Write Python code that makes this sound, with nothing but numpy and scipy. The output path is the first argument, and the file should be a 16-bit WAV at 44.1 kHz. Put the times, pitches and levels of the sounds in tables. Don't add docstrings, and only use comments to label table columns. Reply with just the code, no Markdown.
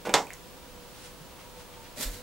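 import sys
import numpy as np
from scipy import signal
from scipy.fft import rfft, irfft
from scipy.io import wavfile
from scipy.ndimage import uniform_filter1d

SR = 44100
rng = np.random.default_rng(int(sys.argv[2]) if len(sys.argv) > 2 else 0)


def materialize(psi):
    bounded = np.clip(np.atleast_2d(psi).T, -1, 1)
    quanta = np.round(bounded * 32767).astype(np.int16)
    wavfile.write(sys.argv[1], SR, quanta)


N = 97990
T, HZ = np.arange(N) / SR, np.fft.rfftfreq(N, 1 / SR)
EDGE_HZ = 16000

# pitch_hz, level_db
AIR_COLOUR = [(12, -22), (20, 4), (176, -3.5), (500, -7), (1180, -10.5), (1950, -16), (2800, -14.5),
              (12300, -22.5), (13700, -21), (15800, -33)]
# pitch_hz, likeness (0 to 1)
NOISE_LIKENESS = [(30, 0.6), (100, 0.14), (500, 0.74), (1600, 0.53), (5000, 0.26), (15000, 0.27)]
# pitch_hz, width_hz (centre to quarter power), level_db
HUM_BANDS = [(175, 12, -65.5), (514, 27, -62.5), (965, 13, -63.5)]
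# time_s, level_db
LOW_TONE_LEVELS = [(.55, -64), (.78, -56), (1.01, -61), (1.09, -58.5), (1.24, -69), (1.5, -64),
                   (1.585, -49), (1.65, -67), (1.72, -53), (1.9, -62.5), (2.2, -55)]
HIGH_TONE_LEVELS = [(1.3, -73.5), (1.58, -60.5), (1.69, -70), (1.795, -54.5), (1.9, -68)]
LOW_TONE_HZ, HIGH_TONE_HZ, WANDER_HZ = 490.8, 905, 4.9
AIR_DB, WHINE_HZ, WHINE_DB = -48.5, 15650, -63.5

# start_s, level_db (energy), dull_above_hz
BUMPS = [(0.05, -17, 1500), (0.0602, -14.5, 2500), (0.0703, -3.5, 650), (.084, -11, 600),
         (0.0929, -6.5, 2600), (.102, -12, 900)]
# pitch_hz, level_db
BUMP_COLOUR = [(60, -26), (140, -7), (195, 2.5), (300, -2.5), (500, 9.5), (1000, -1.5), (2200, -9),
               (5000, -24), (15000, -30)]
# peak_s, level_db, rise_s, fall_s (to 1/e)
SCUFFS = [(.053, -39, 0.0016, 0.0037), (0.0606, -34, 0.012, 0.01), (0.072, -35.5, 0.0031, 0.0055),
          (0.0937, -30.5, 0.0016, 0.0062), (0.1368, -33, 0.0044, 0.0032)]
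# pitch_hz, level_db
SCUFF_COLOUR = [(100, -10), (500, 10), (2100, 1), (4500, -7.5), (8000, -10), (16000, -24)]
# pitch_hz, level_db (relative to the blow), t60_s
SHELL_MODES = [(305, -37, .28), (405, -32, .25), (461, -29, .28), (565, -28, .25), (736, -31, .25),
               (787, -27, .24), (837, -26, .26), (919, -30, .25), (985, -29, .24), (2105, -30, .18),
               (3468, -27, .12), (3773, -33, .16)]
SHELL_KNOCK_DB, SHELL_BUMP_DB, SHELL_ATTACK_S = 3, -7.5, 0.0013
SPREAD_S = 0.001204

# start_s, pitch_hz, level_db, time_to_peak_s
THUDS = [(0.061, 194, -37, 0.025), (1.204, 164, -45, 0.011), (2.046, 37.6, -29, 0.03),
         (2.123, 92, -44, 0.022)]

# start_s, level_db (relative energy), dull_above_hz
KNOCK_CONTACTS = [(0.1393, 0, 12000), (.1401, 4, 12100), (0.1423, 1, 12000), (0.1534, -4, 1480)]
# pitch_hz, level_db
KNOCK_COLOUR = [(60, -18.5), (150, -2), (330, -2.5), (850, 4.5), (1400, -0.5), (2800, -4), (3600, 0),
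                (5000, -2), (8200, -2.5), (9000, -13), (14000, -22.5), (16000, -40)]
CRUNCH_DB, CRUNCH_RISE_S, CRUNCH_FALL_S = -16.5, 0.0016, 0.0082

# start_s, level_db (energy)
TICKS = [(.2685, -29), (.3045, -33), (.3335, -21)]
# pitch_hz, level_db
TICK_COLOUR = [(200, -20), (2000, -12), (7500, 3), (15000, -6)]
# start_s, level_db, pitch_hz, time_to_peak_s
DROPS = [(0.2706, -39, 2430, 0.0012), (0.305, -28.5, 2070, 0.00059), (.3337, -33, 7400, 0.00022),
         (0.3386, -30.5, 6860, 0.0002)]

# peak_s, level_db, rise_s, fall_s (to 1/e), dull_above_hz
RUSTLES = [(1.0, -53.5, .2, 0.069, 9000), (1.06, -49, 0.08, 0.044, 12000), (1.41, -52, 0.028, 0.019, 3480),
           (1.605, -52.5, 0.07, 0.03, 7140), (1.74, -53.5, .03, 0.033, 2980),
           (1.86, -52.5, 0.049, 0.043, 3500)]
# pitch_hz, level_db
RUSTLE_COLOUR = [(100, -18), (500, -20.5), (1500, 0), (3500, 1.5), (7000, -0.5), (11000, -0.5),
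                 (16000, -43)]

# time_s, hiss_db, hollow_murmur_db
SLIDE = [(1.957, -58, -65), (1.975, -42.5, -47), (1.996, -38, -42), (2.033, -31.5, -57), (2.055, -44, -64),
         (2.075, -45.5, -48), (2.11, -49, -63), (2.15, -47.5, -60), (2.22, -58.5, -60)]
# pitch_hz, level_db
SLIDE_COLOUR = [(300, -12), (1100, -7), (1950, -1.5), (2700, -5.5), (4300, 1), (5400, -3.5), (7500, 0),
                (13000, -5.5), (16000, -14.5)]
BODY_COLOUR = [(60, -12), (170, 5.5), (300, 9), (400, -1.5), (520, 7.5), (800, -1.5), (4000, -41)]
SLIDE_GRAIN_DB = 2.4

# pitch_hz, t60_s
ROOM_DECAY = [(100, 0.43), (300, 0.22), (600, 0.26), (3700, 0.14), (7000, 0.2), (14000, 0.2)]
# pitch_hz, level_db
ROOM_COLOUR = [(100, 2), (700, 1.5), (3000, 2.5), (6500, -1.5), (9000, -6.5), (15000, 3.5)]
# pitch_hz, likeness (0 to 1)
ROOM_LIKENESS = [(100, 0.99), (1000, 0.97), (3000, 0.97), (8000, 0.41), (15000, 0.31)]
ROOM_BUILD_S = 0.0022
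ROOM_HOLD_S = 0.018
BUMP_ROOM_DB, KNOCK_ROOM_DB, DROP_ROOM_DB, SLIDE_ROOM_DB = -2.5, -1.5, -3, -0.5
RIPPLE_HZ, BROAD_HZ = 190, 1500
PLASTIC_PAN_DB, CAN_PAN_DB, AIR_PAN_DB = -2.5, -1.5, -0.75


def amp(db):
    return 10 ** (np.asarray(db) / 20)


def unit(x):
    return x / np.sqrt(np.mean(x ** 2) + 1e-20)


def read(points, hz):
    f, value = np.transpose(points)
    return np.interp(np.log(hz + 1), np.log(f + 1), value)


def pan(db):
    return amp(np.array([[db], [-db]]) / 2)


def pair(z, likeness, hz):
    c = np.clip(read(likeness, hz), 0, 1)
    return np.array([z[0], c * z[0] + np.sqrt(1 - c ** 2) * z[1]])


def noise(colour_db):
    white = rfft(rng.standard_normal((2, N)))
    return unit(irfft(pair(white, NOISE_LIKENESS, HZ) * amp(colour_db), N))


def causal(colour_db):
    cepstrum = irfft(np.log(amp(colour_db)), N)
    cepstrum[1:N // 2] *= 2
    cepstrum[N // 2 + 1:] = 0
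    return np.exp(rfft(cepstrum))


def dull(hz):
    return -10 * np.log10(1 + (HZ / hz) ** 2)


def click(s, db, colour_db):
    lag = 4 * np.pi * SPREAD_S * np.sqrt(1000 * HZ)
    shape = irfft(causal(colour_db) * np.exp(-1j * lag), N)
    delayed = np.r_[np.zeros(round(s * SR)), shape][:N]
    return amp(db) * delayed / np.linalg.norm(shape)


def pulse(s, hz, db, rise):
    u = np.maximum(T - s, 0) / rise
    return amp(db) * (u * np.exp(1 - u)) ** 2 * np.sin(2 * np.pi * hz * (T - s))


def swell(s, db, rise, fall):
    return amp(db) * np.clip(1 + (T - s) / rise, 0, 1) * np.exp(-np.maximum(T - s, 0) / fall)


def grainy(db, size):
    return unit(amp(db * unit(uniform_filter1d(rng.standard_normal(N), size=size))))


def even(x):
    z = rfft(np.atleast_2d(x), N)
    power = abs(z[0]) ** 2
    fine = uniform_filter1d(power, size=round(RIPPLE_HZ * N / SR))
    broad = uniform_filter1d(power, size=round(BROAD_HZ * N / SR))
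    return irfft(z * causal(10 * np.log10(broad / fine)), N)


def room(x, wet_db):
    hz, t, z = signal.stft(rng.standard_normal((2, SR // 2)), SR, nperseg=256)
    hz = hz[:, None]
    decay_db = -60 * (np.hypot(t, ROOM_HOLD_S) - ROOM_HOLD_S) / read(ROOM_DECAY, hz)
    z = pair(z, ROOM_LIKENESS, hz) * amp(read(ROOM_COLOUR, hz) + decay_db)
    tail = signal.istft(z, SR, nperseg=256)[1]
    build = 1 - np.exp(-(T[:tail.shape[1]] / ROOM_BUILD_S) ** 2)
    tail = even(tail * build)[:, :SR // 2]
    tail = tail / np.linalg.norm(tail[0])
    return x + amp(wet_db) * signal.fftconvolve(x[None], tail, axes=1)[:, :N]


def tone(hz, levels):
    wander = unit(uniform_filter1d(rng.standard_normal(N), size=3000))
    phase = 2 * np.pi * np.cumsum(hz + WANDER_HZ * wander) / SR
    return amp(np.interp(T, *np.transpose(levels))) * unit(np.sin(phase))


def background():
    air = amp(AIR_DB) * noise(read(AIR_COLOUR, HZ))
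    bands = sum(amp(db) ** 2 / width / (1 + ((HZ - hz) / width) ** 2) ** 2 for hz, width, db in HUM_BANDS)
    hum_power = sum(amp(db) ** 2 for _, _, db in HUM_BANDS)
    hum = noise(10 * np.log10(bands)) * np.sqrt(hum_power)
    tones = tone(LOW_TONE_HZ, LOW_TONE_LEVELS) + tone(HIGH_TONE_HZ, HIGH_TONE_LEVELS)
    whine = amp(WHINE_DB) * np.sin(2 * np.pi * WHINE_HZ * T)
    return air + hum + tones + whine


def shell(s, db, dull_hz):
    t = np.maximum(T[:SR] - s, 0)
    ring = np.zeros(SR)
    for k, (hz, level, t60) in enumerate(SHELL_MODES):
        softness = 1 / (1 + (hz / dull_hz) ** 2)
        decay = amp(db + level - 60 * t / t60)
        ring += (-1) ** k * softness * decay * np.sin(2 * np.pi * hz * t)
    attack = 1 - np.exp(-(t / SHELL_ATTACK_S) ** 2)
    return np.pad(ring * attack, (0, N - SR))


def bumps():
    colour = read(BUMP_COLOUR, HZ)
    blows = sum(click(s, db, colour + dull(hz)) for s, db, hz in BUMPS)
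    scuffs = noise(read(SCUFF_COLOUR, HZ))[0] * grainy(db=3, size=30) * sum(swell(*row) for row in SCUFFS)
    ringing = sum(shell(s, db + SHELL_BUMP_DB, hz) for s, db, hz in BUMPS)
    return room(blows + scuffs, BUMP_ROOM_DB) + ringing


def thuds():
    return sum(pulse(*row) for row in THUDS)


def knock():
    crack = sum(click(s, db, dull(hz)) for s, db, hz in KNOCK_CONTACTS)
    hardest_s = KNOCK_CONTACTS[1][0]
    crunch = rng.standard_normal(N) * swell(hardest_s, CRUNCH_DB, CRUNCH_RISE_S, CRUNCH_FALL_S)
    colour = read(KNOCK_COLOUR, HZ)
    blow = irfft(rfft(even(crack + crunch)[0]) * causal(colour), N)
    blow = blow / np.sqrt(np.mean(amp(colour) ** 2))
    return room(blow, KNOCK_ROOM_DB) + shell(KNOCK_CONTACTS[0][0], SHELL_KNOCK_DB, EDGE_HZ)


def drops():
    ticks = sum(click(s, db, read(TICK_COLOUR, HZ)) for s, db in TICKS)
    plips = sum(pulse(s, hz, db, rise) for s, db, hz, rise in DROPS)
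    return room(ticks + plips, DROP_ROOM_DB)


def sleeve():
    cloth = read(RUSTLE_COLOUR, HZ)
    rustle = 0
    for s, db, rise, fall, hz in RUSTLES:
        duller = -10 * np.log10(1 + (HZ / hz) ** 4)
        rustle = rustle + noise(cloth + duller) * swell(s, db, rise, fall)
    return rustle


def set_down():
    s, hiss_db, body_db = np.transpose(SLIDE)
    hiss = noise(read(SLIDE_COLOUR, HZ)) * grainy(SLIDE_GRAIN_DB, size=70) * amp(np.interp(T, s, hiss_db))
    murmur = noise(read(BODY_COLOUR, HZ)) * amp(np.interp(T, s, body_db))
    rub = (hiss + murmur) * (T > s[0])
    reflections = room(rub[0], SLIDE_ROOM_DB) - rub[0]
    return rub + reflections


def scene():
    plastic_and_water = pan(PLASTIC_PAN_DB) * (bumps() + knock() + drops())
    can = pan(CAN_PAN_DB) * (thuds() + set_down())
    return pan(AIR_PAN_DB) * (background() + sleeve()) + plastic_and_water + can


def record(dry):
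    low_pass = signal.firwin(511, EDGE_HZ, window=("kaiser", 9), fs=SR)
    return signal.oaconvolve(dry, low_pass[None], "same")


dry = scene()
out = record(dry)
materialize(out)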